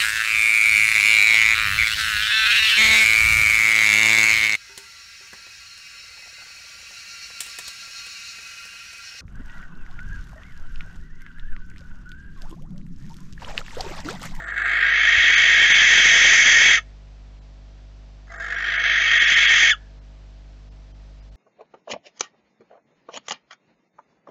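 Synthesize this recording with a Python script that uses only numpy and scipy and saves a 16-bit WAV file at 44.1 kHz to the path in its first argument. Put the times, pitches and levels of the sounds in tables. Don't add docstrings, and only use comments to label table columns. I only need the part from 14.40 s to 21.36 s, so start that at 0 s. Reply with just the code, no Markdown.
import sys
import numpy as np
from scipy import signal
from scipy.fft import rfft, irfft, next_fast_len
from scipy.io import wavfile
from scipy.ndimage import uniform_filter1d, map_coordinates

SR = 44100
rng = np.random.default_rng(int(sys.argv[2]) if len(sys.argv) > 2 else 0)


def waveform_to_disk(signal):
    frames = np.transpose(np.atleast_2d(signal))
    scaled = np.clip(frames, -1, 1) * 32767
    samples = np.round(scaled).astype(np.int16)
    wavfile.write(sys.argv[1], SR, samples)


def undo_db(level):
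    steps = np.asarray(level, float) / 20
    return 10 ** steps


N = 306881
T = np.arange(N) / SR

# [start t/s, end t/s, full effort level/dB, swell time/s, most strained t/s]
SCREAMS = [
    (-.06, 2.41, -15, .26, 1.85),
    (3.87, 5.342, -16.5, .31, 5.15),
]
# [t/s, sag/dB, sag time/s]
CATCHES = [(.07, 6, 0.028), (.163, 9, .02), (.246, 6, .012), (.4, 6, .012), (.925, 3, .015),
           (1.297, 3, .012), (2.055, 3.5, .03), (3.998, 7, .04), (4.1, 4, .015), (4.438, 4, .03),
           (4.705, 4, 0.011)]
# [t/s, level/dB, decay/s]
TICK = (3.871, -37, .004)
# [lock t/s, drop/dB, release/s]
ENDINGS = [(2.357, 6, .035), (5.304, 11, .03)]
# [a puff opens t/s, puff rate f/Hz, first depth 0-1]
FLUTTER = [(.019, 52.8, .75), (3.999, 50.2, 1.1)]
# [opening t/s, shut hiss level/dB, shut top air level/dB, ripe jet level/dB,
# jet gain under strain/dB]
BEAK_MOVE = [(0.0, -41.5, -29.5, -12.5, 4), (3.8, -26.5, -40, -14, .5)]
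# [starts to shrink t/s, length/mm, speed/(mm/s)]
CAVITY = [(.23, 16.3, 13.5), (4.03, 14.4, 4.6)]
# [f/Hz, density level/dB]
SHUT_THROAT = [(900, -45.5), (1100, -21.5), (1300, -9.5), (1600, 5.5), (1900, -5), (2150, -6), (2350, -23),
               (2700, -28), (3800, -23), (4600, -36.5), (5200, -59.5)]
THROAT = [(900, -65), (1150, -25.5), (1400, -15), (1600, -3), (2000, -4), (2250, 0.5), (2500, -13.5),
          (3000, -31), (4200, -28.5), (5000, -57.5)]
GAPE = [(2200, -28), (2450, -6), (2900, -8), (3200, 5.5), (3450, 0.5), (3600, -11.5), (3800, -8),
        (4200, -18.5), (5000, -24), (5500, -36)]
BEAK = [(4300, -20), (4800, -11), (5600, -5.5), (6250, 1.5), (6600, -6), (7100, -6.5), (7450, -19),
        (7800, -36)]
AIR = [(6500, -30.5), (7200, -10), (7600, -1), (8000, -2.5), (8200, -32)]
CHEST = [(200, -42.5), (280, -19.5), (345, 1), (420, -12.5), (485, 0), (575, -23), (670, 4.5), (730, -3.5),
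         (790, -3.5), (880, -13.5), (1050, -7.5), (1400, -12.5)]
# [t/s, pitch f/Hz, level/dB]
WHISTLES = [
    [(2.36, 1500, -50), (2.375, 1380, -27), (2.388, 1277, -29), (2.4, 1245, -59)],
    [(3.891, 2041, -60), (3.896, 2060, -44.5), (3.91, 1990, -39.5), (3.92, 1930, -51)],
    [(5.298, 1758, -35), (5.308, 1754, -13), (5.32, 1695, -14.5), (5.332, 1454, -19.5), (5.345, 1250, -36),
     (5.355, 1200, -55)],
]
# [multiple of the pitch, level/dB]
OVERTONES = [(1, 0), (2, -4), (3, -28), (4, -29)]
# [f/Hz, width/Hz, gain/dB]
BOX_WAVES = [(1290, 120, 5), (1540, 90, -14), (1675, 25, -9), (1720, 45, 4.5), (1800, 35, -10),
             (1855, 35, 7), (2095, 45, -13), (2200, 80, 3), (2300, 50, -5), (2410, 70, -9), (2820, 60, -13),
             (2925, 90, 7), (3005, 60, -9), (3115, 50, 2), (3188, 50, -17), (3380, 35, -12), (3435, 50, 4),
             (3500, 80, -15), (2630, 60, 4), (3880, 70, -6), (4670, 90, 4), (6280, 200, 3)]
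# [f/Hz, t60/s]
BOX_RING = [(500, .1), (1700, 0.075), (3300, 0.1), (8000, 0.097)]
YARD_RING = [(1200, .15), (1750, 0.55), (2400, .2), (8000, 0.13)]
# [t/s, f/Hz, peak level/dB]
CLAW_STEP = (.782, 68, -29.5)
# [multiple of 50 Hz, rms level/dB, phase/rad]
MAINS = [(1, -42, -0.26), (2, -56, -2.5), (3, -57, -1.5), (4, -68.5, -0.7), (5, -65, 6.5), (6, -70.5, -3),
         (7, -75.5, -1), (8, -81.5, -2), (9, -74, -1), (11, -70.5, -2), (13, -68.5, -4.5),
         (14, -78.5, -1.5), (15, -74, -2), (17, -76.5, 3), (19, -81.5, 3.5), (20, -82, -0.5)]
# [f/Hz, density level/dB]
HISS = [(15, -7), (40, -4), (130, -12.5), (300, -19.5), (600, -20.5), (1100, -24), (2000, -25.5),
        (4500, -28.5), (6000, -32), (7000, -38), (7600, -31.5), (8000, -31.5)]
# [t/s, lowest surviving f/Hz, highest surviving f/Hz, held tone f/Hz]
LOST = [(.06, 200, 2600, 7700), (.126, 200, 3000, 7700), (.241, 200, 4300, 7700), (.425, 1000, 5300, 400),
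        (.96, 1050, 3700, 6300), (1.333, 1050, 3800, 6200), (3.005, 200, 1800, 4000),
        (3.979, 200, 2400, 7200), (4.165, 200, 3600, 5750), (4.376, 200, 3600, 6200),
        (4.793, 1050, 3600, 6200), (4.862, 1050, 3800, 5450), (4.955, 1050, 3800, 5350),
        (5.07, 1050, 3800, 4500), (5.605, 200, 2200, 4100), (6.302, 200, 900, 5000),
        (6.533, 200, 1200, 3100), (6.813, 200, 3100, 4900), (6.906, 200, 900, 4300)]

SWELL_DB, ATTACK_S, ATTACK_DB = 27, .045, 30.5
LOCK_S, RELEASE_DB, RELEASE_BEND = .012, 40, 1.5
STRAIN_S, STRAIN_DB = .35, 1.42
BURST_SHARE, BURST_S = .45, .05
BEAT_HZ, BEAT_HZ_PER_DB = 2009, 15
FLUTTER_FADE_S, TIRE_AFTER_S, TIRE_HZ_PER_S = .42, .7, 6.6
FLUTTER_LEFT = .11
OPEN_S, OPEN_BEND = .46, 1.6
GAPE_DB, GAPE_SHUT_DB = -5, -35.5
JET_RISE_DB, JET_S = 47, .47
AIR_DB, AIR_GROWS = -21.5, 1.3
LEAK_STEADY, LEAK_CLOSES = .4, .7
SOUND_M_PER_S, SMALLEST_MM = 343, 9
PAUSE_S = 3
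WALLS_DB, YARD_DB, WHISTLE_YARD_DB = -11, -45.5, -31


def screech():
    age, sounding, strain, effort_db = effort()
    stream = syrinx(age, effort_db, scatter=.25, size_db=3, breath=.5)
    flow = stream(extra=0)
    jet = stream(extra=.2)

    parts, hiss_db, leak_db, ripe_db, strain_db = per_scream(BEAK_MOVE)
    beak_age = np.clip(T - parts, 0, None)
    opening = opened(age - ATTACK_S)
    gape = opened(beak_age)
    gape_db = GAPE_SHUT_DB + (GAPE_DB - GAPE_SHUT_DB) * gape
    jet_db = ripe_db + strain_db * strain - JET_RISE_DB * np.exp(-beak_age / JET_S)
    weak_db = LEAK_STEADY * np.clip(effort_db.max() - effort_db, 0, SWELL_DB) * (1 - gape)

    voice = (1 - opening) * coloured(flow, SHUT_THROAT) + opening * coloured(flow, THROAT)
    voice += undo_db(gape_db + .5 + 1.2 * wobble(13)) * coloured(flow, GAPE)
    edge = np.hypot(undo_db(jet_db), undo_db(hiss_db + weak_db))
    voice += edge * undo_db(1.0 + 1.3 * wobble(7.1)) * coloured(jet, BEAK)
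    leak = (1 - gape) ** LEAK_CLOSES * undo_db(leak_db + weak_db)
    air = np.hypot(undo_db(AIR_DB + AIR_GROWS * jet_db), leak)
    voice += air * undo_db(3.5 + 2.1 * wobble(8)) * coloured(jet, AIR)

    chest_db = -40.5 + .27 * effort_db - 1.8 * np.clip(-51 - effort_db, 0, 30)
    voice = undo_db(effort_db) * voice + undo_db(chest_db) * coloured(flow, CHEST)

    shrinks, cavity_mm, speed = per_scream(CAVITY)
    length_mm = np.clip(cavity_mm - speed * (T - shrinks), SMALLEST_MM, cavity_mm)
    dip_hz = SOUND_M_PER_S / (4 * length_mm / 1000)
    return side_cavity(sounding * voice, dip_hz, width_hz=300, depth_db=-18.5, above_db=-1.5)


def effort():
    start, end, full_db, swell_s, peak_s = per_scream(SCREAMS)
    lock, drop_db, release_s = per_scream(ENDINGS)
    age = np.clip(T - start, 0, None)
    strain = np.exp(-((T - peak_s) / STRAIN_S) ** 2)
    db = full_db + STRAIN_DB * strain - SWELL_DB * np.exp(-age / swell_s)
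    db -= ATTACK_DB * np.clip(1 - age / ATTACK_S, 0, 1)
    db -= drop_db * np.clip((T - lock) / LOCK_S, 0, 1)
    db -= RELEASE_DB * np.clip(1 - (end - T) / release_s, 0, 1) ** RELEASE_BEND
    for s, sag_db, sag_s in CATCHES:
        away = np.abs(T - s)
        db += sag_db * np.where(T < s, -np.exp(-away / sag_s), BURST_SHARE * np.exp(-away / BURST_S))
    s, tick_db, decay_s = TICK
    tick = (T > s) * undo_db(tick_db) * np.exp(-np.abs(T - s) / decay_s)
    db = 20 * np.log10(undo_db(db) + tick)
    return age, (T > start) & (T < end), strain, uniform_filter1d(db, size=150)


def syrinx(age, effort_db, scatter, size_db, breath):
    weaker_db = np.clip(effort_db - effort_db.max(), -SWELL_DB, 0)
    beat_hz = BEAT_HZ + BEAT_HZ_PER_DB * weaker_db
    cycle = np.cumsum(beat_hz * (1 + .05 * wobble(60))) / SR
    chance = rng.standard_normal((16000, 2))
    beat_cycle = np.cumsum(np.clip(1 + scatter * chance[:, 0], .3, 3))
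    at = np.interp(beat_cycle, cycle, np.arange(N)).astype(int)
    beats = np.bincount(at, undo_db(size_db * chance[:, 1]), N)
    beats[-1] = 0
    beats = unit(beats - uniform_filter1d(beats, size=400))
    flow = unit(beats + breath * rng.standard_normal(N))

    _, flutter_hz, depth = per_scream(FLUTTER)
    flutter_hz = flutter_hz - TIRE_HZ_PER_S * np.clip(age - TIRE_AFTER_S, 0, 2)
    turns = np.cumsum(flutter_hz * (1 + .034 * wobble(25))) / SR
    first_turn = per_scream(np.interp(np.transpose(FLUTTER)[0], T, turns))
    turn = (turns - first_turn) % 1
    puff = np.exp(-2.2 * turn) * (1 - np.exp(-15 * turn))
    depth = FLUTTER_LEFT + depth * np.exp(-age / FLUTTER_FADE_S)
    depth = depth * undo_db(2.5 * wobble(30))

    def stream(extra):
        d = np.clip(depth + extra, 0, .95)
        return flow * (1 - d + d * puff / puff.mean()) / np.sqrt(1 + .14 * d ** 2)

    return stream


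def opened(age):
    return 1 - np.exp(-(np.clip(age, 0, None) / OPEN_S) ** OPEN_BEND)


def side_cavity(x, dip_hz, width_hz, depth_db, above_db):
    hz, t, z = signal.stft(x, SR, nperseg=512)
    off = (hz[:, None] - np.interp(t, T, dip_hz)) / width_hz
    gain_db = depth_db * np.exp(-off ** 2) + above_db * (off > 0)
    return signal.istft(z * undo_db(gain_db), SR, nperseg=512)[1][:N]


def whistle():
    out = np.zeros(N)
    for rows in WHISTLES:
        pitch_hz, level_db = curves(rows)
        phase = 2 * np.pi * np.cumsum(pitch_hz) / SR
        tone = 0
        for k, db in OVERTONES:
            softer_db = .7 * (k - 1) * (level_db + 20)
            tone = tone + undo_db(db + softer_db) * np.sin(k * phase)
        sounding = (T > rows[0][0]) & (T < rows[-1][0])
        out += sounding * undo_db(level_db - 1.5) * tone
    return out


def box(x):
    def wave(f, centre, width, gain):
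        off = centre ** 2 - f ** 2
        loss = 1j * f * width
        return (off + loss * max(gain, 1) * min(gain, 1)) / (off + loss)

    x = filtered(x, lambda f: np.prod([wave(f, hz, w, undo_db(db)) for hz, w, db in BOX_WAVES], axis=0))
    late = np.pad(x, (1300, 0))
    return x + undo_db(WALLS_DB) * tail(x, BOX_RING) + undo_db(YARD_DB) * tail(late, YARD_RING)


def step():
    s, hz, db = CLAW_STEP
    return undo_db(db) * np.cos(2 * np.pi * hz * (T - s) - .6) * np.exp(-((T - s) / .01) ** 2)


def electronics():
    phase = 2 * np.pi * 50.006 * (T - 3)
    hum = 0
    for k, db, rad in MAINS:
        hum = hum + undo_db(db + 3.0 + .04 * k * wobble(5.3)) * np.cos(k * phase + rad)
    return hum + undo_db(-56) * coloured(rng.standard_normal(N), HISS)


def per_scream(rows):
    return np.array(rows)[(T > PAUSE_S).astype(int)].T


def curves(rows):
    s, *cols = np.transpose(rows)
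    return [np.interp(T, s, c) for c in cols]


def wobble(rate):
    return map_coordinates(rng.standard_normal(int(N * rate / SR) + 4), [T * rate])


def unit(x):
    return x / np.sqrt(np.mean(x ** 2) + 1e-20)


def along(points, hz):
    f, v = np.transpose(points)
    return np.interp(np.log(hz + 1), np.log(f + 1), v)


def filtered(x, response):
    m = next_fast_len(N + SR // 2)
    return irfft(rfft(x, m) * response(np.fft.rfftfreq(m, 1 / SR)), m)[:N]


def coloured(x, spectrum):
    closed = [(spectrum[0][0] * .8, -120), *spectrum, (spectrum[-1][0] * 1.2, -120)]
    return unit(filtered(x, lambda hz: undo_db(along(closed, hz))))


def tail(x, t60s):
    hz, t, z = signal.stft(rng.standard_normal(SR // 2), SR, nperseg=128)
    decay = undo_db(-60 * t / along(t60s, hz)[:, None])
    h = signal.istft(z * decay, SR, nperseg=128)[1]
    return signal.fftconvolve(x, h / np.linalg.norm(h))[:N]


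def scene():
    tone = whistle()
    owl = box(screech() + tone) + undo_db(WHISTLE_YARD_DB) * tail(tone, YARD_RING)
    return (owl + step() + electronics())[None]


def starve(x, under_db):
    hz, t, z = signal.stft(x, SR, nperseg=1024)
    power = uniform_filter1d(np.abs(z) ** 2, size=4, axis=1)
    moody_db = 3.5 * np.interp(t, T, wobble(9))
    for lo, hi in ((7100, 7600), (7600, 8100)):
        band = (hz >= lo) & (hz < hi)
        floor = power[hz > 300].sum(axis=0) * undo_db(2 * (under_db + moody_db))
        z[band] *= power[band].mean(axis=0) > floor
    return signal.istft(z, SR, nperseg=1024)[1][:N]


def lose(x, tone_share):
    out, size = x.copy(), 1764
    hz = np.fft.rfftfreq(size, 1 / SR)
    fade = np.hanning(size) ** .8
    for s, lo, hi, tone_hz in LOST:
        centre = round(s * SR)
        at = slice(centre - size // 2, centre + size // 2)
        z = rfft(x[at] * np.hanning(size))
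        held = (rng.random(len(hz)) < tone_share) | (np.abs(hz - tone_hz) < 30)
        gone = (hz > 200) & ((hz < lo) | (hz > hi))
        out[at] += fade * (4.4 * irfft(z * (gone & held)) - .83 * irfft(rfft(x[at]) * gone))
    return out


def low_pass(x):
    return signal.sosfilt(signal.butter(12, 9070, fs=SR, output="sos"), x)


def record(dry):
    x = dry[0] / (1 + np.abs(dry[0] / .5) ** 6) ** (1 / 6)
    edge = [(7200, -.5), (7600, -10), (8000, -14.0)]
    x = filtered(x, lambda hz: (hz < 8000) * undo_db(along(edge, hz)))
    x = starve(x, under_db=-57)
    x = lose(x, tone_share=.0065)
    mirror = 2 * x * np.cos(2 * np.pi * 16000 * T)
    leak = [(8000, -1), (8400, -11.5), (8800, -27), (9100, -37), (9400, -70), (10000, -120)]
    x = x + filtered(mirror, lambda hz: (hz > 8000) * undo_db(along(leak, hz)))
    return low_pass(x[None])


dry = scene()
out = record(dry)
waveform_to_disk(out)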